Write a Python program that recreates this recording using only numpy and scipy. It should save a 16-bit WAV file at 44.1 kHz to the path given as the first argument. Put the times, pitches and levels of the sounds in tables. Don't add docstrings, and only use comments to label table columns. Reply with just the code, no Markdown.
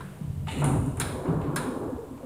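import sys
import numpy as np
from scipy import signal
from scipy.fft import rfft, irfft
from scipy.io import wavfile

SR = 44100
rng = np.random.default_rng(int(sys.argv[2]) if len(sys.argv) > 2 else 0)


def wav_out(sig):
    wavfile.write(sys.argv[1], SR, np.round(np.clip(np.atleast_2d(sig).T, -1, 1) * 32767).astype(np.int16))


def level_to_linear(level):
    exponent = np.asarray(level, float) / 20
    return 10 ** exponent


N = 99225

# (frequency [Hz], density [dB per Hz])
AIR_SPECTRUM = [(150, -15), (250, -18), (600, -16.5), (1200, -28), (2000, -32), (3200, -33.5), (6000, -41),
                (16000, -37.5)]
# (time [s], rotation [Hz], level [dB])
MOTOR_RUN = [
    (.2, 45.87, -76),
    (.25, 44.05, -38.5),
    (.38, 41.73, -40),
    (.46, 42.3, -36),
    (.52, 41.6, -70),
]

# (time [s], level [dB])
SEAL_DRAG = [(.464, -77), (.471, -54), (.49, -44.5), (.56, -47), (.61, -44), (.66, -56), (.75, -62),
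             (.9, -64), (1.1, -79)]
BRUSH_DRAG = [(.464, -76), (.48, -54), (.5, -52.5), (.53, -49.5), (.575, -52.5), (.61, -48), (.635, -55.5),
              (.75, -56), (1.0, -70)]
FRAME_HUM = [(0.0, -39), (0.06, -60), (0.38, -35.5), (0.48, -40.5), (0.53, -44), (0.57, -38.5),
             (0.72, -30.5), (.87, -32.5), (.93, -38), (1.05, -37), (1.24, -43.5), (1.38, -37), (1.86, -50),
             (1.88, -42.5), (2.25, -55.5)]
PANE_SHAKE = [(0.0, -38), (0.16, -46.5), (0.21, -39.5), (0.54, -38), (0.64, -30.5), (0.76, -31),
              (0.83, -32), (0.89, -31.5), (0.92, -38), (1.0, -35), (1.25, -45.5), (1.3, -33.5), (1.45, -39),
              (1.56, -40.5), (1.76, -46.5), (1.83, -39.5), (2.04, -53), (2.25, -49)]
BOX_ROLL = [(0.0, -50), (0.03, -58.5), (0.48, -48.5), (0.65, -34), (0.68, -29.5), (.9, -36.5), (.97, -40),
            (1.11, -42), (1.16, -36.5), (1.21, -62), (1.27, -33.5), (1.41, -38), (1.49, -35), (1.9, -40),
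            (2.08, -50.5), (2.12, -39.5), (2.21, -47), (2.25, -60)]
RAIL_RUN = [(0.0, -52), (0.43, -61), (0.55, -43), (0.6, -41.5), (0.62, -38), (0.77, -34), (0.82, -41),
            (0.98, -46), (1.0, -41.5), (1.31, -33), (1.5, -37.5), (1.7, -36), (1.8, -38), (1.86, -35.5),
            (1.96, -42), (2.1, -46), (2.18, -51.5), (2.25, -41.5)]
WHEEL_SONG = [(0.0, -60), (0.45, -67), (0.58, -51.5), (0.63, -43), (0.77, -43.5), (0.84, -48.5),
              (0.97, -54.5), (1.1, -47.5), (1.22, -47.5), (1.28, -42), (1.5, -42.5), (1.7, -43),
              (1.82, -46), (1.95, -48), (2.05, -56), (2.25, -56.5)]

# (frequency [Hz], width [Hz], level [dB])
SEAL_MODES = [(2060, 440, -1), (2593, 220, 0), (2894, 150, 5.5), (3520, 450, -8), (4050, 440, -7.5)]
BRUSH_MODES = [(7340, 1500, -1.5), (9400, 1800, -3.5), (13000, 4000, -17)]
FRAME_MODES = [(67.7, 26, -11.5), (82.7, 7.4, -2.5), (119.5, 14.3, -5.5), (46.8, 32, -14.5),
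               (98.7, 16.8, -4.5)]
PANE_MODES = [(120.4, 19, -7.5), (147.3, 17.2, -2), (187.6, 42, -10.5)]
BOX_MODES = [(230.2, 25, -1.5), (259.2, 15.7, 1), (285.9, 16.6, -0.5), (318, 25, -3.5)]
RAIL_MODES = [(368.4, 90, 5.5), (428, 61, 4.5), (504, 98, 2.5), (632, 108, -5.5), (770, 240, -5.5)]
WHEEL_MODES = [(949, 212, 1), (1128, 220, -3.5), (1390, 196, -8), (1670, 320, -16)]

# (time [s], frequency [Hz], level [dB], length [s])
ROUGH_SPOTS = [(.62, 151, -26.5, 0.039), (.655, 149, -22.5, 0.033), (.69, 135, -26, .02),
               (0.68, 266, -25.5, .02), (0.715, 262, -25, .015), (.735, 142, -20, 0.025),
               (0.747, 303, -27, 0.017), (0.761, 158, -23, 0.017), (.765, 292, -27.5, 0.01),
               (.793, 111, -20, 0.023), (.819, 252, -29, 0.02), (.846, 124, -23.5, 0.019),
               (.885, 144, -21.5, 0.017), (0.883, 285, -28.5, 0.014), (1.261, 333, -30, 0.012),
               (1.281, 334, -27.5, 0.019), (1.305, 162.7, -21.5, 0.031), (1.34, 302, -28.5, 0.015),
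               (1.372, 158, -24, 0.029), (1.396, 125, -22.5, 0.014), (1.49, 147, -24.5, 0.016),
               (1.548, 150, -25, 0.019), (1.598, 150, -30.5, 0.037), (1.69, 260, -29, 0.033),
               (1.82, 232, -32.5, 0.027), (1.9, 510, -31, .015), (1.93, 260, -29.5, .018),
               (1.957, 78, -34, .018), (1.997, 470, -35, 0.023), (2.027, 449, -37, 0.017),
               (2.243, 262, -35, .012)]
# (time [s], frequency [Hz], level [dB], 60 dB decay [s])
FITTING_RINGS = [(0.00606, 1020, -35, 0.043), (0.209, 190, -28.5, 0.105), (.482, 891, -32.5, 0.14),
                 (0.481, 790, -43, 0.11), (.619, 630, -25.5, 0.076), (0.618, 950, -30, 0.13),
                 (2.23, 530, -34.5, 0.18), (0.00503, 1380, -33.5, 0.026), (1.559, 1090, -22.5, .03),
                 (1.56, 770, -34, 0.11), (1.561, 5200, -35.5, 0.064), (1.562, 4300, -38, 0.083),
                 (1.562, 2019, -32, 0.038), (1.562, 1658, -35.5, 0.22), (1.0, 921, -33.5, 0.076),
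                 (1.0, 1750, -33, 0.085)]

# (time [s], edge [dB], clack [dB], knock [dB], thud [dB])
SMALL_CONTACTS = [(.468, -66, -42.5, -35.5, -55), (.482, -47, -31, -55, -63), (.5147, -43.5, -50, -70, -70),
                  (.52, -65, -35.5, -60, -37.5), (.585, -40, -58, -61, -51), (.618, -60, -55, -24.5, -29),
                  (.642, -24.5, -33, -38, -50), (.860, -41.5, -75, -65, -62), (.970, -39, -49, -36.5, -58),
                  (1.255, -80, -47.5, -36.5, -33.5), (1.275, -82, -49.5, -44, -29),
                  (1.413, -54.5, -45, -45, -62), (1.437, -70, -48.5, -62, -72), (2.175, -75, -57, -53, -75),
                  (2.232, -70, -70, -61, -41)]
# (time [s], edge [dB], clack [dB], knock [dB], thud [dB])
HARD_CLICKS = [
    (.005, -56, -50.5, -38, -61),
    (.9982, -19, -31, -28, -36),
    (1.011, -29, -29, -31.5, -56),
    (1.5588, -34, -42, -28.5, -38),
    (1.5597, -22.5, -32.5, -27.5, -31),
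    (1.568, -33, -35.5, -37, -56),
]

# (frequency [Hz], width [Hz], level [dB])
EDGE_MODES = [(7330, 2100, -4), (8740, 980, 3), (9640, 1200, 4.5), (13000, 3700, -16)]
CLACK_MODES = [(2083, 730, 4.5), (2760, 900, 0), (3800, 1080, -3)]
KNOCK_MODES = [(630, 270, -13), (780, 193, 1), (922, 82, -2), (1220, 480, -3)]
THUD_MODES = [(188.3, 65, 1), (275, 89, -4), (549, 142, -7.5)]
HARD_EDGE_MODES = [(7300, 2200, -3), (8870, 1000, 2), (9800, 1850, 1.5), (12500, 1500, -14),
                   (14600, 3700, -14)]
HARD_CLACK_MODES = [(2200, 1000, 5), (3280, 500, -1.5), (3820, 830, 4.5), (5250, 600, -5)]
HARD_KNOCK_MODES = [(960, 620, -2.5), (1363, 410, 1.5), (1640, 320, 2)]

# (edge [s], clack [s], knock [s], thud [s])
RISE_S = [.0003, .002, .002, .003]
CHATTER_S = [.003, .006, .007, .008]
LAG_S = [0, .0005, 0, 0]
HARD_CHATTER_S = [0.0027, 0.0091, 0.0069, 0.0065]
HARD_LAG_S = [0, .0008, .0003, 0]
# (edge, clack, knock, thud), [dB] or 60 dB decay [s]
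NEAR_DB = [-20, -25, -27, 0]
NEAR_T60_S = [0.093, 0.082, 0.17, 0.12]
PORCH_DB = [-14, -11.5, -7.5, -9.5]
PORCH_T60_S = [0.7, 0.69, 0.73, 1.4]
HARD_NEAR_DB = [-7, -22, -9, -18]
HARD_PORCH_DB = [-20.5, -13, -12, -9]


def rms_one(x):
    return x / np.sqrt(np.mean(x ** 2) + 1e-20)


def level(rows):
    time_s, db = np.transpose(rows)
    return level_to_linear(np.interp(np.arange(N) / SR, time_s, db))


def drift(rate_hz):
    step = 40
    r = np.exp(-2 * np.pi * rate_hz * step / SR)
    noise = rng.standard_normal(N // step + 2002)
    slow = signal.lfilter([1], [1, -2 * r, r * r], noise)[2000:]
    return np.interp(np.arange(N) / step, np.arange(len(slow)), rms_one(slow))


def body(x, modes, passes=2):
    out = 0
    for k, (hz, width_hz, db) in enumerate(modes):
        r = np.exp(-np.pi * width_hz / SR)
        feed = [(1 - r * r) / 2, 0, (r * r - 1) / 2]
        back = [1, -2 * r * np.cos(2 * np.pi * hz / SR), r * r]
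        y = x + 1e-18
        for _ in range(passes):
            y = signal.lfilter(feed, back, y)
        out = out + (-1) ** k * level_to_linear(db) * y
    return out


def shaken(modes, rows, bumps_db, bump_rate_hz):
    push = rng.standard_normal(N + SR // 4)
    ringing = rms_one(body(push, modes)[-N:])
    return level(rows) * level_to_linear(bumps_db * drift(bump_rate_hz)) * ringing


def hits(table, parts, chatter_s, lag_s, near_db, porch_db):
    fill_s = .008
    t = np.arange(SR) / SR
    rows = np.array(table)
    out = np.zeros(N)
    for k, modes in enumerate(parts):
        starts = np.zeros(N)
        index = ((rows[:, 0] + abs(lag_s[k])) * SR).astype(int)
        starts[index] = level_to_linear(rows[:, k + 1])
        near = level_to_linear(2 * (near_db[k] - 60 * t / NEAR_T60_S[k]))
        porch = level_to_linear(2 * (porch_db[k] - 60 * t / PORCH_T60_S[k]))
        direct = (1 - np.exp(-t / RISE_S[k])) ** 2 * np.exp(-2 * t / chatter_s[k])
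        power = direct + (1 - np.exp(-t / fill_s)) * (near + porch)
        shape = np.sqrt(np.maximum(signal.fftconvolve(starts ** 2, power)[:N], 0))
        noise = rng.standard_normal(N)
        out += body(shape * noise, modes) / np.std(body(noise, modes))
    return out


def air():
    air_db, port_db, fade_db_per_s = -53, -67, 0.7
    hz, db = np.array(AIR_SPECTRUM).T
    f = np.fft.rfftfreq(N, 1 / SR) + 1
    colour = level_to_linear(np.interp(np.log(f), np.log(hz), db))
    wash = irfft(rfft(rng.standard_normal(N)) * colour, N)
    port = body(rng.standard_normal(N), [(8500, 6900, 0)])
    steady = level_to_linear(air_db) * rms_one(wash) + level_to_linear(port_db) * rms_one(port)
    return level_to_linear(-fade_db_per_s * np.arange(N) / SR) * steady


def earlier_echo():
    echo_db, t60_s = -57, 1.7
    modes = [(1550, 1900, -1.0), (2940, 2200, -9), (9140, 3100, -5.5)]  # (Hz, width Hz, dB)
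    echo = rms_one(body(rng.standard_normal(N), modes))
    return level_to_linear(echo_db - 60 * np.arange(N) / SR / t60_s) * echo


def motor():
    time_s, hz, db = np.transpose(MOTOR_RUN)
    turn = 2 * np.pi * np.cumsum(np.interp(np.arange(N) / SR, time_s, hz)) / SR
    tones = np.sin(2 * turn) + level_to_linear(1.0) * np.sin(3 * turn)
    return level(np.c_[time_s, db]) * tones


def seals():
    grains = rng.standard_normal(N) * level_to_linear(2.65 * rng.exponential(1, N))
    grains = grains * level_to_linear(0.83 * drift(29.2))
    rubber = level(SEAL_DRAG) * rms_one(body(grains, SEAL_MODES))
    brush = level(BRUSH_DRAG) * rms_one(body(grains, BRUSH_MODES))
    return rubber + brush


def frame_and_panes():
    frame = shaken(FRAME_MODES, FRAME_HUM, 2.3, 25)
    panes = shaken(PANE_MODES, PANE_SHAKE, 0.9, 22)
    return frame + panes


def rollers():
    box = shaken(BOX_MODES, BOX_ROLL, 1.4, 31)
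    rail = shaken(RAIL_MODES, RAIL_RUN, 0.58, 60)
    wheels = shaken(WHEEL_MODES, WHEEL_SONG, 0.54, 61)
    return box + rail + wheels


def jolts():
    time_s, hz, db, length_s = np.array(ROUGH_SPOTS).T[:, :, None]
    t = np.arange(N) / SR - time_s
    swell = level_to_linear(db) * np.exp(-2 * (t / length_s) ** 2)
    return (swell * np.cos(2 * np.pi * hz * t)).sum(axis=0)


def fittings():
    rise_s = 0.0011
    time_s, hz, db, t60_s = np.array(FITTING_RINGS).T[:, :, None]
    t = np.maximum(np.arange(N) / SR - time_s, 0)
    decay = level_to_linear(db - 60 * t / t60_s) * (1 - np.exp(-t / rise_s))
    return (decay * np.sin(2 * np.pi * hz * t)).sum(axis=0)


def small_contacts():
    parts = [EDGE_MODES, CLACK_MODES, KNOCK_MODES, THUD_MODES]
    return hits(SMALL_CONTACTS, parts, CHATTER_S, LAG_S, NEAR_DB, PORCH_DB)


def hard_clicks():
    parts = [HARD_EDGE_MODES, HARD_CLACK_MODES, HARD_KNOCK_MODES, THUD_MODES]
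    return hits(HARD_CLICKS, parts, HARD_CHATTER_S, HARD_LAG_S, HARD_NEAR_DB, HARD_PORCH_DB)


def scene():
    background = air() + earlier_echo() + motor()
    sliding = seals() + frame_and_panes() + rollers() + jolts()
    struck = fittings() + small_contacts() + hard_clicks()
    return (background + sliding + struck)[None]


def band_limit(x):
    return signal.sosfilt(signal.butter(12, 16460, fs=SR, output="sos"), x)


def record(dry):
    top_hz, bass_hz, offset = 16400, 30, -.001
    top_cut = signal.cheby2(12, 60, top_hz, fs=SR, output="sos")
    bass_cut = signal.butter(2, bass_hz, "high", fs=SR, output="sos")
    mix = signal.sosfilt(bass_cut, signal.sosfilt(top_cut, dry)) + offset
    return band_limit(mix)


dry = scene()
out = record(dry)
wav_out(out)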